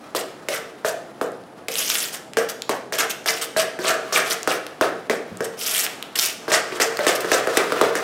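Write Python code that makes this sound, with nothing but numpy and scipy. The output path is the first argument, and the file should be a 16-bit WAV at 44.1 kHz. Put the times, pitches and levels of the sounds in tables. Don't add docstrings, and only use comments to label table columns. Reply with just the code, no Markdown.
import sys
import numpy as np
from scipy import signal
from scipy.fft import rfft, irfft, next_fast_len
from scipy.io import wavfile
from scipy.ndimage import uniform_filter1d, map_coordinates

SR = 44100
rng = np.random.default_rng(int(sys.argv[2]) if len(sys.argv) > 2 else 0)


def store_pcm(level_fs):
    pcm = np.round(np.clip(level_fs, -1, 1) * 32767).astype(np.int16)
    wavfile.write(sys.argv[1], SR, np.atleast_2d(pcm).T)


N = 354123

# pitch_ratio, level_db, ring_s (time to fade by 60 dB)
BOWL_TONES = [(.58, -10.5, 0.042), (.75, -2.5, 0.018), (1, -2, 0.041), (1.42, -4, 0.0097),
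              (2.6, -12.5, 0.045)]
# start_s, knock_db, hardness_db, bowl_pitch_hz, speed_up_s, drag_db, depth
STROKES = [(0.149, -19.5, 4, 492, 0.011, -24.5, 0.04), (0.486, -21.5, 11.5, 587, 0.056, -22.5, 0.39),
           (0.8473, -15, -7, 672, 0.019, -23.5, 0.21), (1.2133, -15, -3, 476, 0.011, -36, 0.2),
           (1.684, -25.5, 15, 475, 0.024, -36, 0.05), (2.3708, -13, 3, 456, 0.015, -20, 0.44),
           (2.6936, -15.5, 7, 430, 0.019, -23.5, 0.42), (2.9241, -23.5, 7, 640, 0.018, -23, .15),
           (2.986, -28, 15, 570, 0.017, -12.5, 0.52), (3.2594, -24, 12.5, 665, 0.03, -15.5, 0.34),
           (3.5643, -16, -7, 638, .034, -15.5, 0.38), (3.7898, -21, -5, 374, 0.054, -26.5, 0.45),
           (3.846, -20, -6, 655, 0.049, -11.5, 0.6), (4.1244, -24, 9, 686, 0.043, -11.5, 0.42),
           (4.4748, -13, 5, 496, 0.043, -18.5, 0.45), (4.8112, -9.5, 1.5, 450, 0.025, -15, 0.93),
           (5.0978, -13, 0.5, 436, 0.016, -22.5, 0.43), (5.4062, -18.5, 0, 446, 0.037, -40, 0.07),
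           (6.4807, -19, -6, 454, 0.028, -21.5, 0.54), (6.518, -17, 8, 622, 0.024, -11.5, 0.39),
           (6.7231, -24, -3, 383, 0.0443, -28, 0.47), (6.8, -16.5, 5, 451, 0.016, -15, 0.32),
           (6.9911, -16, -1, 592, 0.057, -23.5, 0.57), (7.0671, -11.5, 6, 497, 0.015, -16, 0.26),
           (7.2456, -17.5, -5, 377, 0.071, -27.5, 0.28), (7.3172, -12, 6.5, 505, 0.0248, -14, 0.43),
           (7.4724, -17, 1, 508, 0.11, -26.5, 0.3), (7.5714, -10.5, 10.5, 423, 0.02, -17.5, .9),
           (7.7216, -15.5, 3, 484, 0.065, -25.5, 0.73), (7.8129, -8, 2.5, 474, 0.032, -18.5, .78),
           (7.9538, -17, 6, 476, 0.012, -23, 0.36)]
def knocks():
    out, t = np.zeros(N), np.arange(4096) / SR
    for start_s, knock_db, hardness_db, bowl_hz, *_ in STROKES:
        crack = cut(rng.standard_normal(len(t)), "low", hz=6400, order=1)
        crack *= amp(hardness_db - 6.5 - 60 * t / 0.028)
        clack_hz = 1593 * np.exp(0.17 * rng.standard_normal())
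        clack = amp(6.5 + 0.37 * hardness_db) * ring(t, clack_hz, ring_s=0.0062)
        contact = amp(4) * cut(clack + crack, "high", hz=620, order=2)
        thud = amp(-10 - 0.22 * hardness_db) * ring(t, hz=237, ring_s=0.023)
        thud = cut(thud, "high", hz=131, order=2)
        uneven_db = 1.5 * rng.standard_normal(len(BOWL_TONES))
        wall = sum((-1) ** k * amp(level_db + uneven_db[k]) * ring(t, ratio * bowl_hz, ring_s)
                   for k, (ratio, level_db, ring_s) in enumerate(BOWL_TONES))
        add(out, start_s - .0001, amp(knock_db) * (contact + amp(6.5) * wall + thud))
    return out


def drags(t):
    next_knocks = [row[0] for row in STROKES[1:]] + [np.inf]
    for (start_s, _, _, _, speed_up_s, drag_db, depth), next_s in zip(STROKES, next_knocks):
        slow_down_s = min(.06, .8 * (next_s - start_s - speed_up_s))
        speed_db, shut = pull(t, speed_up_s, slow_down_s)
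        squelch_db = drag_db + speed_db
        crackle_db = squelch_db + np.interp(depth, [0, 1], [2.5, -20])
        fizz_db = crackle_db - 4 - 0.6 * start_s
        open_hz = np.interp(depth, [0, 1], [1893, 1190])
        yield start_s, crackle_db, fizz_db, squelch_db, open_hz, shut


# start_s, length_s, level_db
SMACKS = [(2.123, 0.057, -27), (2.485, 0.032, -26), (2.981, 0.0096, -21.5), (3.095, .032, -24.5),
          (3.351, 0.065, -31), (3.411, 0.045, -19.5), (4.243, 0.081, -29), (4.297, 0.051, -20),
          (5.44, 0.0226, -31), (5.836, 0.022, -26), (6.153, 0.016, -19), (7.149, 0.027, -25),
          (7.201, 0.02, -27)]
def smacks(t, rise_share=0.383, open_hz=1770):
    for start_s, length_s, level_db in SMACKS:
        speed_db, shut = pull(t, rise_share * length_s, (1 - rise_share) * length_s)
        crackle_db = level_db + speed_db
        fizz_db, squelch_db = crackle_db - 3.5, crackle_db - 1.5
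        yield start_s, crackle_db, fizz_db, squelch_db, open_hz, shut


# time_s, effort_db
SCRAPES = [
    [(1.71, -39.5), (1.792, -19), (1.834, -25.5), (1.878, -24.5), (1.896, -22), (2.044, -26), (2.11, -41)],
    [(5.57, -41), (5.61, -29), (5.698, -21), (5.812, -20), (5.866, -32.5), (5.878, -59), (5.9, -48)],
    [(6.168, -34), (6.19, -14), (6.202, -23), (6.24, -17.5), (6.34, -41)],
]
def scrapes(t, opening_share=0.68, open_hz=1760):
    for curve in SCRAPES:
        times_s, efforts_db = np.transpose(curve)
        start_s, length_s = times_s[0], times_s[-1] - times_s[0]
        effort_db = np.interp(start_s + t, times_s, efforts_db, right=-120)
        shut = np.clip(1 - t / (opening_share * length_s), 0, 1)
        crackle_db, fizz_db = effort_db - 1, effort_db - 3
        squelch_db = effort_db + np.interp(shut, [0, 1], [-9.5, -12])
        yield start_s, crackle_db, fizz_db, squelch_db, open_hz, shut


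def pull(t, rise_s, fall_s):
    times_s = np.cumsum([0, .002, abs(rise_s), abs(fall_s), .04])
    entry_db = -7 * np.sqrt(abs(rise_s) / 0.02)
    speed_db = np.interp(t, times_s, [-90, entry_db, 0, -17, -90])
    opening_s = 0.102 * (rise_s + fall_s)
    shut = (1 - np.tanh((t - rise_s) / opening_s + 0.56)) / 2
    return speed_db, shut


def batter():
    crackle, fizz, squelch, pitch_sum, shut_sum = np.zeros((5, N))
    t = np.arange(SR // 2) / SR
    for start_s, crackle_db, fizz_db, squelch_db, open_hz, shut in [*drags(t), *smacks(t), *scrapes(t)]:
        suction = amp(squelch_db)
        add(crackle, start_s, amp(crackle_db))
        add(fizz, start_s, amp(fizz_db))
        add(squelch, start_s, suction)
        add(pitch_sum, start_s, suction * open_hz)
        add(shut_sum, start_s, suction * shut)
    weight = squelch + 1e-12
    films = sticky_films(crackle, fizz)
    cells = air_cells(open_hz=pitch_sum / weight, shut=shut_sum / weight)
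    return amp(0.26) * films + amp(-6.5) * squelch * cells + churning(squelch)


# pitch_hz, level_db
CRACKLE_TONE = [(300, -52), (900, -38), (1400, -11), (3000, 2.5), (4100, -3), (5400, 3), (7000, -1),
                (8300, 0), (9500, -4.5), (12000, -36)]
# pitch_hz, level_db
FIZZ_TONE = [(5000, -39), (8500, -5.5), (10000, 0.5), (13000, 1), (16000, -6)]
def sticky_films(crackle, fizz):
    clumps = unit(amp(1.7 * wobble(per_s=330) + 1.2 * wobble(per_s=70)))
    coarse = amp(0.5) * crackle * tearing(CRACKLE_TONE, spread_db=-2)
    fine = amp(-1.5) * fizz * tearing(FIZZ_TONE, spread_db=-1.5)
    return clumps * (coarse + fine)


def tearing(tone, spread_db):
    starts = rng.integers(0, N, size=26000)
    pitch_hz = rng.uniform(650, 15400, len(starts))
    clicks = tiny_rings(starts, pitch_hz, ring_s=0.0012, spread_db=spread_db, samples=64)
    return patchy(coloured(clicks, tone), depth_db=2.8)


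def air_cells(open_hz, shut):
    starts = rng.integers(0, N, size=11000)
    octaves_up = 1.9 * shut[starts] * rng.uniform(.5, 1, len(starts))
    octaves_up += .13 * rng.standard_normal(len(starts))
    pitch_hz = np.clip(open_hz[starts] * 2 ** octaves_up, 300, 15000)
    cells = tiny_rings(starts, pitch_hz, ring_s=0.0086, spread_db=4, samples=288)
    return cut(cells, "high", hz=1020, order=3)


# time_s, level_db
CHURN_LEVELS = [(0, -45.5), (3.6, -57.5), (4.102, -36), (4.598, -46.5), (6.4, -45), (6.8, -36.5),
                (7.1, -34), (7.6, -30), (8.03, -33)]
# pitch_hz, level_db
CHURN_TONE = [(30, -12), (80, -27), (130, -17), (250, -11), (450, 1), (550, -6), (650, -2), (870, -5.5),
              (1250, 3), (2200, -7), (5000, -13), (16000, -27.5)]
def churning(squelch):
    churn_db = np.interp(np.arange(N) / SR, *np.transpose(CHURN_LEVELS)) + 2 * wobble(per_s=70)
    return (amp(-8) * squelch + amp(churn_db)) * coloured(rng.standard_normal(N), CHURN_TONE)


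# start_s, level_db, pitch_hz
AIR_POPS = [(1.7556, 3, 3540), (1.9011, 12.5, 3400), (1.9547, 5, 3040), (2.3348, -7, 2850),
            (2.621, 2.5, 4300), (4.4312, -2, 7000), (4.6664, -1, 2050), (5.3721, -9.5, 7800),
            (5.8654, 3, 2230), (6.0265, 1.5, 3440), (6.189, 6.5, 5200), (6.196, 12, 5900),
            (6.9713, 4, 4650)]
def pops():
    out, t = np.zeros(N), np.arange(512) / SR
    for start_s, level_db, pitch_hz in AIR_POPS:
        snap = cut(rng.standard_normal(len(t)), "low", hz=6000, order=1) * amp(-4 - 60 * t / .004)
        add(out, start_s, amp(level_db - 7) * (ring(t, pitch_hz, ring_s=0.0015) + snap))
    return cut(out, "high", hz=1310, order=2)


# start_s, level_db, pitch_hz, ring_s
BUMP_TONES = [(5.317, -26, 204, 0.1), (5.318, -35, 107, .25)]
def table_bump():
    out, t = np.zeros(N), np.arange(SR // 2) / SR
    for start_s, level_db, pitch_hz, ring_s in BUMP_TONES:
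        add(out, start_s, amp(level_db) * ring(t, pitch_hz, ring_s))
    return out


def surface_bubbles():
    starts = rng.integers(0, N, size=60)
    pitch_hz = rng.uniform(3000, 14000, len(starts))
    ticks = tiny_rings(starts, pitch_hz, ring_s=.0012, spread_db=4, samples=96)
    return amp(-65) * cut(ticks, "high", hz=2000, order=2)


# delay_s, level_db
NEAR_ECHOES = [(.0085, -23.5), (0.013, -16.5), (0.014, -20.5), (0.022, -30), (0.031, -18), (.039, -28)]
def first_echoes(sound):
    out, dull = np.zeros(N), cut(sound, "low", hz=2300, order=1)
    for delay_s, level_db in NEAR_ECHOES:
        add(out, delay_s, amp(level_db) * dull)
    return out


# pitch_hz, ring_s
ROOM_RING = [(150, 0.89), (400, 0.58), (1040, 0.5), (2760, 0.57), (7280, 0.56), (15000, 0.32)]
# pitch_hz, level_db
ROOM_TONE = [(100, -8), (450, 3), (680, 8.5), (880, -2.5), (1200, -1.5), (1650, 0), (3500, -5.5),
             (8000, -9.5), (15000, -11.5)]
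# pitch_hz, level_db, ring_s
ROOM_NOTES = [(123.8, 3.5, 1), (182.4, 3, 0.93), (377, 0, 0.8), (406, -10.5, 1), (457, 5, 0.63),
              (531, -2, 1), (645.7, 8, 0.54), (721, -0.5, 0.86)]
def kitchen(sound):
    out, t = np.zeros(N), np.arange(28672) / SR
    band_hz, time_s, _ = signal.stft(t, SR, nperseg=256)
    fade = amp(-60 * time_s / value_at(ROOM_RING, band_hz)[:, None])
    band_energy = np.mean(fade ** 2, axis=1, keepdims=True) * len(t)
    fade *= amp(value_at(ROOM_TONE, band_hz))[:, None] / np.sqrt(band_energy)
    hop = SR // 14
    padded, window = np.pad(sound, (hop, 2 * hop)), signal.windows.cosine(2 * hop)
    for i in range(0, N, hop):
        noise_bands = signal.stft(rng.standard_normal(len(t)), nperseg=256)[2]
        tail = signal.istft(noise_bands * fade, nperseg=256)[1]
        echo = signal.fftconvolve(padded[i:i + 2 * hop] * window, tail)
        add(out, (i - hop) / SR + .004, echo[max(hop - i, 0):])
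    notes = sum(amp(level_db) * ring(t, hz, ring_s) for hz, level_db, ring_s in ROOM_NOTES)
    return out + amp(-58) * signal.fftconvolve(sound, notes)[:N]


# pitch_hz, level_db
HUSH_TONE = [(15, -49), (25, -26), (102, -11), (130, -2), (166, -1), (301, 3.5), (373, 0), (840, -1.5),
             (1790, -36), (4140, -50.5), (4870, -63), (10100, -26.5), (16000, -63)]
def room_hush():
    return amp(-44 + 0.57 * wobble(per_s=6)) * coloured(rng.standard_normal(N), HUSH_TONE)


def amp(db):
    return 10 ** (np.asarray(db) / 20)


def unit(x):
    return x / np.sqrt(np.mean(x ** 2) + 1e-20)


def add(track, start_s, sound):
    i = max(round(start_s * SR), 0)
    track[i:i + len(sound)] += sound[:max(len(track) - i, 0)]


def ring(t, hz, ring_s):
    return np.sin(2 * np.pi * hz * t) * amp(-60 * t / ring_s)


def tiny_rings(starts, hz, ring_s, spread_db, samples):
    offsets = np.arange(samples)
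    strength = amp(spread_db * np.minimum(rng.exponential(size=len(starts)), 5))
    strength *= rng.choice([-1, 1], len(starts))
    tones = strength[:, None] * ring(offsets / SR, hz[:, None], ring_s)
    positions = starts[:, None] + offsets
    return unit(np.bincount(positions.ravel(), tones.ravel(), N + samples)[:N])


def wobble(per_s):
    values = rng.standard_normal(int(N * per_s / SR) + 4)
    return map_coordinates(values, [np.arange(N) * per_s / SR])


def patchy(x, depth_db):
    bands = signal.stft(x, nperseg=256)[2]
    patches = rng.standard_normal(bands.shape)
    for _ in range(2):
        patches = uniform_filter1d(uniform_filter1d(patches, size=9, axis=0), size=4, axis=1)
    return unit(signal.istft(bands * amp(depth_db * unit(patches)), nperseg=256)[1][:N])


def value_at(table, hz):
    pitches_hz, values = np.transpose(table)
    return np.interp(np.log(hz + 1), np.log(pitches_hz + 1), values)


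def cut(x, keep, hz, order):
    return signal.sosfilt(signal.butter(order, hz, keep, fs=SR, output="sos"), x)


def filtered(x, gain_at):
    size = next_fast_len(len(x) + 8192)
    return irfft(rfft(x, size) * gain_at(np.fft.rfftfreq(size, 1 / SR)), size)[:len(x)]


def coloured(x, tone):
    return unit(filtered(x, lambda hz: amp(value_at(tone, hz))))


def scene():
    direct = knocks() + pops() + batter() + surface_bubbles() + table_bump()
    direct = cut(direct, "high", hz=116, order=2)
    hush = room_hush()
    in_room = direct + first_echoes(direct) + amp(-0.73) * kitchen(direct)
    return (amp(-2) * in_room + hush)[None]


def record(dry):
    peak_limit, top_hz = .8, 15900
    rounded = dry[0] / (1 + (np.abs(dry[0]) / peak_limit) ** 6) ** (1 / 6)
    return filtered(rounded, lambda hz: 1 / (1 + (hz / top_hz) ** 200))[None]


dry = scene()
out = record(dry)
store_pcm(out)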